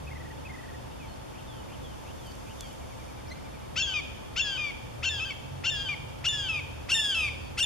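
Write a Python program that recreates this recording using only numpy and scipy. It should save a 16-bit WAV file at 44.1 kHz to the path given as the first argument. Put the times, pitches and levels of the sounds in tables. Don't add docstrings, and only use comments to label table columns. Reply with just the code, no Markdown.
import sys
import numpy as np
from scipy import signal
from scipy.fft import rfft, irfft, next_fast_len
from scipy.io import wavfile
from scipy.ndimage import uniform_filter1d

SR = 44100
rng = np.random.default_rng(int(sys.argv[2]) if len(sys.argv) > 2 else 0)


def log_audio(samples):
    frames = np.atleast_2d(samples).T
    limited = np.clip(frames, -1, 1)
    pcm = np.round(limited * 32767).astype(np.int16)
    wavfile.write(sys.argv[1], SR, pcm)


N = 337365
TIME = np.arange(N) / SR

# start t/s, flip t/s, squeal's last f/Hz,
# squeal level/dB, second voice/dB, brightness/dB
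KEES = [(3.764, 3.799, 2690, -31, -9.5, 0.5), (4.365, 4.396, 2714, -26.5, -17.5, -0.5),
        (5.032, 5.058, 2664, -30, -10, -4), (5.643, 5.669, 2806, -28, -14.5, -2.5),
        (6.246, 6.267, 2897, -26.5, -28, 0.5), (6.894, 6.919, 2800, -24.5, -18, 2),
        (7.579, 7.605, 2846, -27, -23, 1.4)]
# start t/s, end t/s, first f/Hz, middle f/Hz, late f/Hz, level/dB, opening push/dB,
# clean time/s, period doubling/dB, overtones/dB
SCREAM_NOTES = [(3.824, 3.942, 3444, 3200, 3044, -36, 6.5, 0.046, -9, -8.5),
                (4.415, 4.572, 3470, 3280, 3125, -37, 6.5, 0.027, -6, -7.5),
                (5.091, 5.202, 3636, 3386, 3224, -37, 3, 0.016, -7, -8.5),
                (5.248, 5.302, 3082, 3226, 3096, -36, -2.5, 0.0036, -7.5, -17),
                (5.7, 5.889, 3640, 3260, 3225, -37, 3, 0.016, -8, -8.5),
                (6.287, 6.487, 3575, 3377, 3163, -34.5, 4, 0.038, -8.5, -4),
                (6.944, 7.149, 3657, 3410, 3225, -32, 5.5, 0.0049, -8.5, -3),
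                (7.629, 7.65, 3580, 3560, 3490, -29.5, 3.5, 0.028, -7, -4.5)]
# t/s, gain above 8 kHz/dB
BEAK_BEAM = [(3.8, -23), (4.5, -33), (5.1, -11), (5.7, -13), (6.3, -7), (6.88, -2), (7.0, 2), (7.6, 2)]


def from_db(db):
    return 10 ** (np.asarray(db) / 20)


def rms_one(x):
    return x / np.sqrt(np.mean(x ** 2) + 1e-20)


def follow(rows, t=TIME):
    knots, *columns = np.transpose(rows)
    return [np.interp(t, knots, column) for column in columns]


def during(start, end):
    return TIME[max(int((start - .003) * SR), 0):int((max(start, end) + .003) * SR)]


def coloured(x, points):
    hz, db = np.transpose(points)
    size = x.shape[-1]
    padded = next_fast_len(size)
    bins = np.maximum(np.fft.rfftfreq(padded, 1 / SR), 1)
    gain = from_db(np.interp(np.log(bins), np.log(hz), db))
    return irfft(rfft(x, padded) * gain, padded)[..., :size]


def wander(t, rate):
    knots = rng.standard_normal(4096)
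    return 1.06 * np.interp((t - t[0]) * rate % 4095, np.arange(4096), knots)


def cycles(t, hz, jitter=0):
    return 2 * np.pi * np.cumsum(hz * (1 + jitter * wander(t, 700))) / SR


def partials(phase, tone, overtones_db=0):
    return np.sqrt(2) * sum(
        from_db(db + overtones_db * (k > 1.4)) * np.sin(k * phase + rng.uniform(0, 2 * np.pi))
        for k, db in tone)


def add(out, t, note, edge_s=0.0044):
    gate = np.clip(np.minimum(t - t[0], t[-1] - t) / edge_s, 0, 1)
    first = round(t[0] * SR)
    out[first:first + len(t)] += note * np.sin(gate * np.pi / 2) ** 2


def glide(rows, tone=((1, 0),), jitter=0.013):
    out, t = np.zeros(N), during(rows[0][0], rows[-1][0])
    hz, db = follow(rows, t)
    add(out, t, from_db(db) * partials(cycles(t, hz, jitter), tone))
    return out


def air(level_db=-45.5):
    spectrum = [(12, -43), (20, -15), (66, -0.5), (97, -5.5), (124, -5), (146, -12), (227, -12.5),
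                (429, -18.5), (879, -17), (1660, -24.5), (2010, -26.5), (3220, -26.5), (3910, -27),
                (4240, -31), (14700, -41)]
    width = [(60, -8), (130, 1.5), (290, 8.5), (630, 6.5), (1370, 0.5), (2990, -2), (6520, 0), (14200, -2)]
    mid, side = rms_one(coloured(rng.standard_normal((2, N)), spectrum))
    return from_db(level_db) * (mid + coloured(side, width) * [[1], [-1]])


def machinery():
    bands = [(118, 8.9, -54), (523, 71, -59), (882.6, 12, -60.5)]
    out = np.zeros(N)
    for hz, width, db in bands:
        resonance = signal.iirpeak(hz, hz / width, fs=SR)
        out += from_db(db) * rms_one(signal.lfilter(*resonance, rng.standard_normal(N)))
    return out


def engines(flutter_db=3.0, firings_per_turn=3):
    engine = [(0, 75, -43.5), (.9, 74, -48.5), (1.6, 74, -55), (3.2, 74, -58), (3.8, 75, -50),
              (4.9, 76, -55), (5.6, 75, -51), (7.65, 75, -51)]
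    vehicle = [(4.55, 106.5, -60), (4.8, 113, -50.5), (5.4, 132, -51), (5.8, 139.5, -55),
               (6.35, 142.5, -48), (6.65, 134.3, -46.5), (6.85, 102.6, -51.5), (7.05, 104.1, -63),
               (7.25, 115, -49), (7.65, 137, -47)]
    steady = glide(engine, [(1, -2), (2, -8.5)], jitter=0.06)
    rotation = [(s, hz / firings_per_turn, db) for s, hz, db in vehicle]
    passing = glide(rotation, [(2, 0), (3, -1)], jitter=.04)
    steady *= from_db(flutter_db * wander(TIME, 6.3))
    passing *= from_db(flutter_db * wander(TIME, 9))
    return steady + passing


def trills(first_hz=2590, floor_hz=1810, settling=1.28, gap_s=.041, slowing_s=0.0027, fade_db=1.04):
    phrases = [(0.08, .32, -49), (0.463, .76, -47.5)]
    out = np.zeros(N)
    for s, end, first_db in phrases:
        k = 0
        while s < end:
            hz = floor_hz + (first_hz - floor_hz) / (1 + settling * k)
            db = first_db - fade_db * k
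            out += glide([(s - .016, .9 * hz, db - 10), (s - .005, hz, db),
                          (s + .005, hz, db), (s + .017, .88 * hz, db - 8)])
            s += gap_s + slowing_s * k
            k += 1
    return out


def foliage(x, scatter_db, t60_s=0.96, build_s=0.013):
    spectrum = [(1000, -6), (1700, -0.5), (2500, 1.5), (3400, 5), (5000, 1), (8000, 2.5), (14000, -4.5)]
    age = np.arange(SR) / SR
    envelope = from_db(-60 * age / t60_s) * (1 - np.exp(-age / build_s))
    tail = coloured(rng.standard_normal((2, SR)), spectrum) * envelope
    tail *= from_db(scatter_db) / np.sqrt(np.sum(tail ** 2) / 2)
    return signal.fftconvolve(x[None], tail, axes=1)[:, :N]


def far_hawk(flutter_db=5.0):
    cries = [(0.881, 0.24, -64), (1.336, 0.28, -57), (1.687, 0.26, -56), (2.053, .26, -58),
             (2.464, .25, -55.5)]
    # share of its length, f/Hz, relative level/dB
    rise_shape = [(0, 2240, -3), (.13, 2673, -1.5), (.25, 3135, 0)]
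    scream_shape = [(.49, 3630, -5), (.7, 3280, 0), (1, 2940, -5)]
    out = np.zeros(N)
    for s, length, db in cries:
        rise, scream = [[(s + share * length, hz, db + step) for share, hz, step in shape]
                        for shape in (rise_shape, scream_shape)]
        out += glide(rise, jitter=.07)
        out += glide(scream, jitter=.018) * from_db(flutter_db * wander(TIME, 50))
    return out


def whistles():
    notes = [(0.998, .06, 2600, 2220, -56), (1.08, .065, 4370, 4250, -63), (2.261, 0.065, 4570, 4570, -62),
             (2.63, 0.075, 4570, 4550, -62.5), (7.402, 0.0874, 4640, 4550, -62)]
    return sum(glide([(s, first_hz, db), (s + length, last_hz, db)])
               for s, length, first_hz, last_hz, db in notes)


def rustle():
    envelope = [(0, -96), (1.95, -63), (2.3, -59), (2.45, -59.5), (2.62, -56.5), (2.8, -61), (3.1, -62),
                (3.6, -88)]
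    spectrum = [(2000, -12), (6000, 11), (8000, 5), (11000, 2), (13500, 1), (15000, -5)]
    return from_db(follow(envelope)[0]) * rms_one(coloured(rng.standard_normal((2, N)), spectrum))


def twigs(decay_s=0.0013):
    snaps = [(2.27, -40, 12500), (2.319, -36, 4970), (2.353, -43, 9000), (2.6082, -21, 5950),
             (2.73, -42, 11000)]
    out, age = np.zeros(N), np.arange(1024) / SR
    for s, db, hz in snaps:
        band = signal.butter(2, [0.64 * hz, min(1.32 * hz, .45 * SR)], "band", fs=SR, output="sos")
        burst = rng.standard_normal(len(age)) * np.exp(-age / decay_s)
        snap = signal.sosfilt(band, burst) + 0.38 * burst
        add(out, s + age, from_db(db) * snap / np.abs(snap).max(), edge_s=.0001)
    return out


def note_series(start_s=2.645, end_s=3.7, notes_per_s=11, top_hz=2400, db=-60):
    return sum(glide([(s - .02, top_hz, db - 2), (s, .98 * top_hz, db - 1),
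                      (s + .022, .88 * top_hz, db - 4)], jitter=.015)
               for s in np.arange(start_s, end_s, 1 / notes_per_s))


def chip():
    flick = [(3.272, 4200, -60), (3.291, 5900, -58), (3.308, 3940, -52)]
    note = [(3.305, 1920, -63), (3.318, 2040, -45), (3.332, 2090, -55)]
    tone = [(1, 2), (2, 0.5), (3, -11), (4, -17)]
    return glide(flick) + glide(note, tone)


def rises(low_hz=2600, high_hz=3281, db=-31.5, rough=0.19):
    tone = [(.5, -11), (.75, -13.5), (1, 1), (1.25, -8.5), (1.5, -8), (1.75, -14.5), (2, -8.5), (2.25, -24),
            (2.5, -14.5), (3, -18), (3.5, -23), (4, -24)]
    out = np.zeros(N)
    for start, flip, *_, brightness in KEES:
        t = during(start - .008, flip)
        hz, swell = follow([(start - .007, 0.67 * low_hz, -19.5), (start, low_hz, -4.5),
                            (start + 0.01185, low_hz + (high_hz - low_hz) * 0.386, 0),
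                            (flip, high_hz, -0.5)], t)
        voice = partials(cycles(t, hz, jitter=0.026), tone, brightness)
        add(out, t, from_db(db + swell) * voice * (1 + rough * wander(t, 1201)))
    return out


def squeals(first_hz=2765, second_voice_hz=1566, coupling=0.96):
    tone = [(2, -1.5), (3, -7.5), (4, -25), (5, -33)]
    out = np.zeros(N)
    for _, flip, last_hz, db, second_db, brightness in KEES:
        end = min(s for s, *_ in SCREAM_NOTES if s > flip - .02)
        t = during(flip, end)
        hz, = follow([(flip, first_hz), (end, last_hz)], t)
        upper = cycles(t, hz, jitter=0.0077)
        lower = cycles(t, second_voice_hz, jitter=0.031)
        second_voice = .5 * np.sin(lower) + 1.3 * np.sin(2 * lower)
        sidebands = (np.sin(upper + lower) + 0.59 * np.sin(upper + 2 * lower)
                     + .5 * np.sin(3 * upper - lower) + 0.69 * np.sin(2 * upper + lower))
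        voice = np.sqrt(2) * np.sin(upper) + coupling * from_db(second_db) * (second_voice + sidebands)
        overtones = partials(upper, tone, overtones_db=-40 + 2 * brightness)
        add(out, t, from_db(db) * voice + overtones)
    return out


def screams(rough=0.1, rasp_db=-18, flutter_db=1.4):
    tone = [(1, 0), (2, -4.5), (3, -17), (4, -36)]
    doubling_tone = [(.5, 0), (1.5, -2.5), (2.5, -14), (3.5, -23)]
    middle, late = .42, .8
    break_hz, dive_hz_per_s = 2970, 6600
    push_s, split_s, dulling_db_per_s = 0.043, .003, 78
    throb_hz, throb_db, throb_lag_s = 19.1, 1.17, 0.007
    out = np.zeros(N)
    for (start, end, first_hz, middle_hz, late_hz,
         db, push_db, clean_s, doubling_db, overtones_db) in SCREAM_NOTES:
        t = during(start, end)
        age, length = t - start, end - start
        last_hz = max(break_hz, late_hz - dive_hz_per_s * (1 - late) * length)
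        contour = [(0, first_hz, 0), (middle, middle_hz, 0), (late, late_hz, .5), (1, last_hz, 1)]
        hz, spent = follow(contour, age / length)
        push = np.exp(-(age / push_s) ** 2)
        clean = (1 - np.tanh((age - clean_s) / split_s)) / 2
        throb = throb_db * np.cos(2 * np.pi * throb_hz * (age - throb_lag_s))
        level = db + push_db * push + throb + flutter_db * wander(t, 69.4)
        overtones = overtones_db + 2.5 * push - dulling_db_per_s * age
        doubling = doubling_db - 15.5 * clean - 5 * spent
        phase = cycles(t, hz, jitter=0.0054)
        voice = partials(phase, tone, overtones) + from_db(doubling) * partials(phase, doubling_tone)
        fray = from_db(rasp_db) * np.clip((3450 - hz) / 200, 0, 1) * (1 + wander(t, 33))
        add(out, t, from_db(level) * voice * (1 + rough * wander(t, 500) + fray * np.sin(phase / 4)))
    return out


def falls(rough=0.1, flutter_db=1.85, onset_db=4, onset_s=0.0074, release_db=-6, release_s=0.017):
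    notes = [(3.938, 4.005, 2538, 2300, -31, -16), (4.575, 4.711, 2502, 2248, -34, -18.5),
             (5.198, 5.251, 2513, 2720, -33, -18), (5.304, 5.327, 2320, 2210, -35.5, -16),
             (5.889, 5.946, 2450, 2247, -33, -20.5), (6.487, 6.601, 2676, 2326, -32, -20.5),
             (7.147, 7.294, 2726, 2266, -30.5, -17.5)]
    tone = [(.5, -18.5), (.75, -32), (1, 0.5), (1.25, -20), (1.5, 4), (1.75, -29), (2, 2), (2.25, -14),
            (2.5, -5), (2.75, -20), (3, -17), (3.25, -11), (3.5, -24), (3.75, -15), (4, -11.5), (4.25, -26),
            (4.75, -19), (5.25, -25)]
    out = np.zeros(N)
    for start, end, first_hz, last_hz, db, overtones_db in notes:
        t = during(start, end)
        hz, = follow([(start, first_hz), (end, last_hz)], t)
        flick = 1 - .12 * np.exp((t - t[-1]) / .005)
        onset = onset_db * np.exp((t[0] - t) / onset_s)
        release = release_db * np.exp((t - t[-1]) / release_s)
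        level = db + onset + release + flutter_db * wander(t, 66)
        voice = partials(cycles(t, hz * flick, jitter=0.0057), tone, overtones_db)
        add(out, t, from_db(level) * voice * (1 + rough * wander(t, 471)), edge_s=0.0079)
    return out


def hawk(hiss_db=-27):
    voice = (from_db(1.04) * rises() + from_db(2.7) * squeals()
             + from_db(0.72) * screams() + from_db(0.13) * falls())
    pressure = np.sqrt(np.abs(uniform_filter1d(voice ** 2, size=128)))
    hiss_spectrum = [(1000, -8), (2800, -11), (6500, -6), (9000, -6), (14000, -18)]
    hiss = rms_one(coloured(rng.standard_normal(N), hiss_spectrum))
    voice += from_db(hiss_db) * pressure * hiss
    treble = coloured(voice, [(6500, -62), (7400, -28), (8000, -0.5)])
    return voice + (from_db(follow(BEAK_BEAM)[0]) - 1) * treble


def direct_path(x):
    pan = [(3.8, 5), (5.8, 4), (6.4, 3), (7, 2.5)]
    lean = coloured(x, [(3300, 0), (5000, -9)]) * (from_db(follow(pan)[0] / 2) - 1)
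    return np.array([x + lean, np.roll(x - lean, 1)])


def echoes(x):
    paths = [(.00456, -26, -24), (.021, -41, -18.5), (.088, -29, -21.5)]
    dull = coloured(x, [(1600, 1), (2700, 5.5), (3500, 4), (7000, -4)])
    return sum(from_db([[left], [right]]) * np.interp(TIME - delay, TIME, dull, left=0)
               for delay, left, right in paths)


def tree_bounce(x, delay_s=.061, gain_db=-17, beam_share=0.78):
    dull = coloured(x, [(1600, -10), (2700, 10.5), (3500, 7), (5000, -1)])
    gain = from_db(gain_db + beam_share * follow(BEAK_BEAM)[0])
    return np.interp(TIME - delay_s, TIME, dull * gain, left=0)


def scene():
    cry = hawk()
    birds = trills() + chip() + whistles() + far_hawk() + note_series()
    snaps = twigs()
    near = direct_path(cry) + echoes(cry) + tree_bounce(cry) + snaps
    near += foliage(cry + snaps, scatter_db=-12.5)
    far = from_db(2.0) * birds + foliage(birds, scatter_db=-9.5)
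    return near + far + air() + machinery() + rustle() + engines() * from_db([[-1], [.6]])


def record(dry, notches_hz=(3950, 7900), notch_width_hz=330, top_hz=13300, cutoff_hz=14500):
    for hz in notches_hz:
        dry = signal.lfilter(*signal.iirnotch(hz, hz / notch_width_hz, fs=SR), dry)
    dry = signal.sosfilt(signal.butter(6, top_hz, fs=SR, output="sos"), dry)
    return signal.sosfilt(signal.ellip(10, .2, 70, cutoff_hz, fs=SR, output="sos"), dry)


dry = scene()
out = record(dry)
log_audio(out)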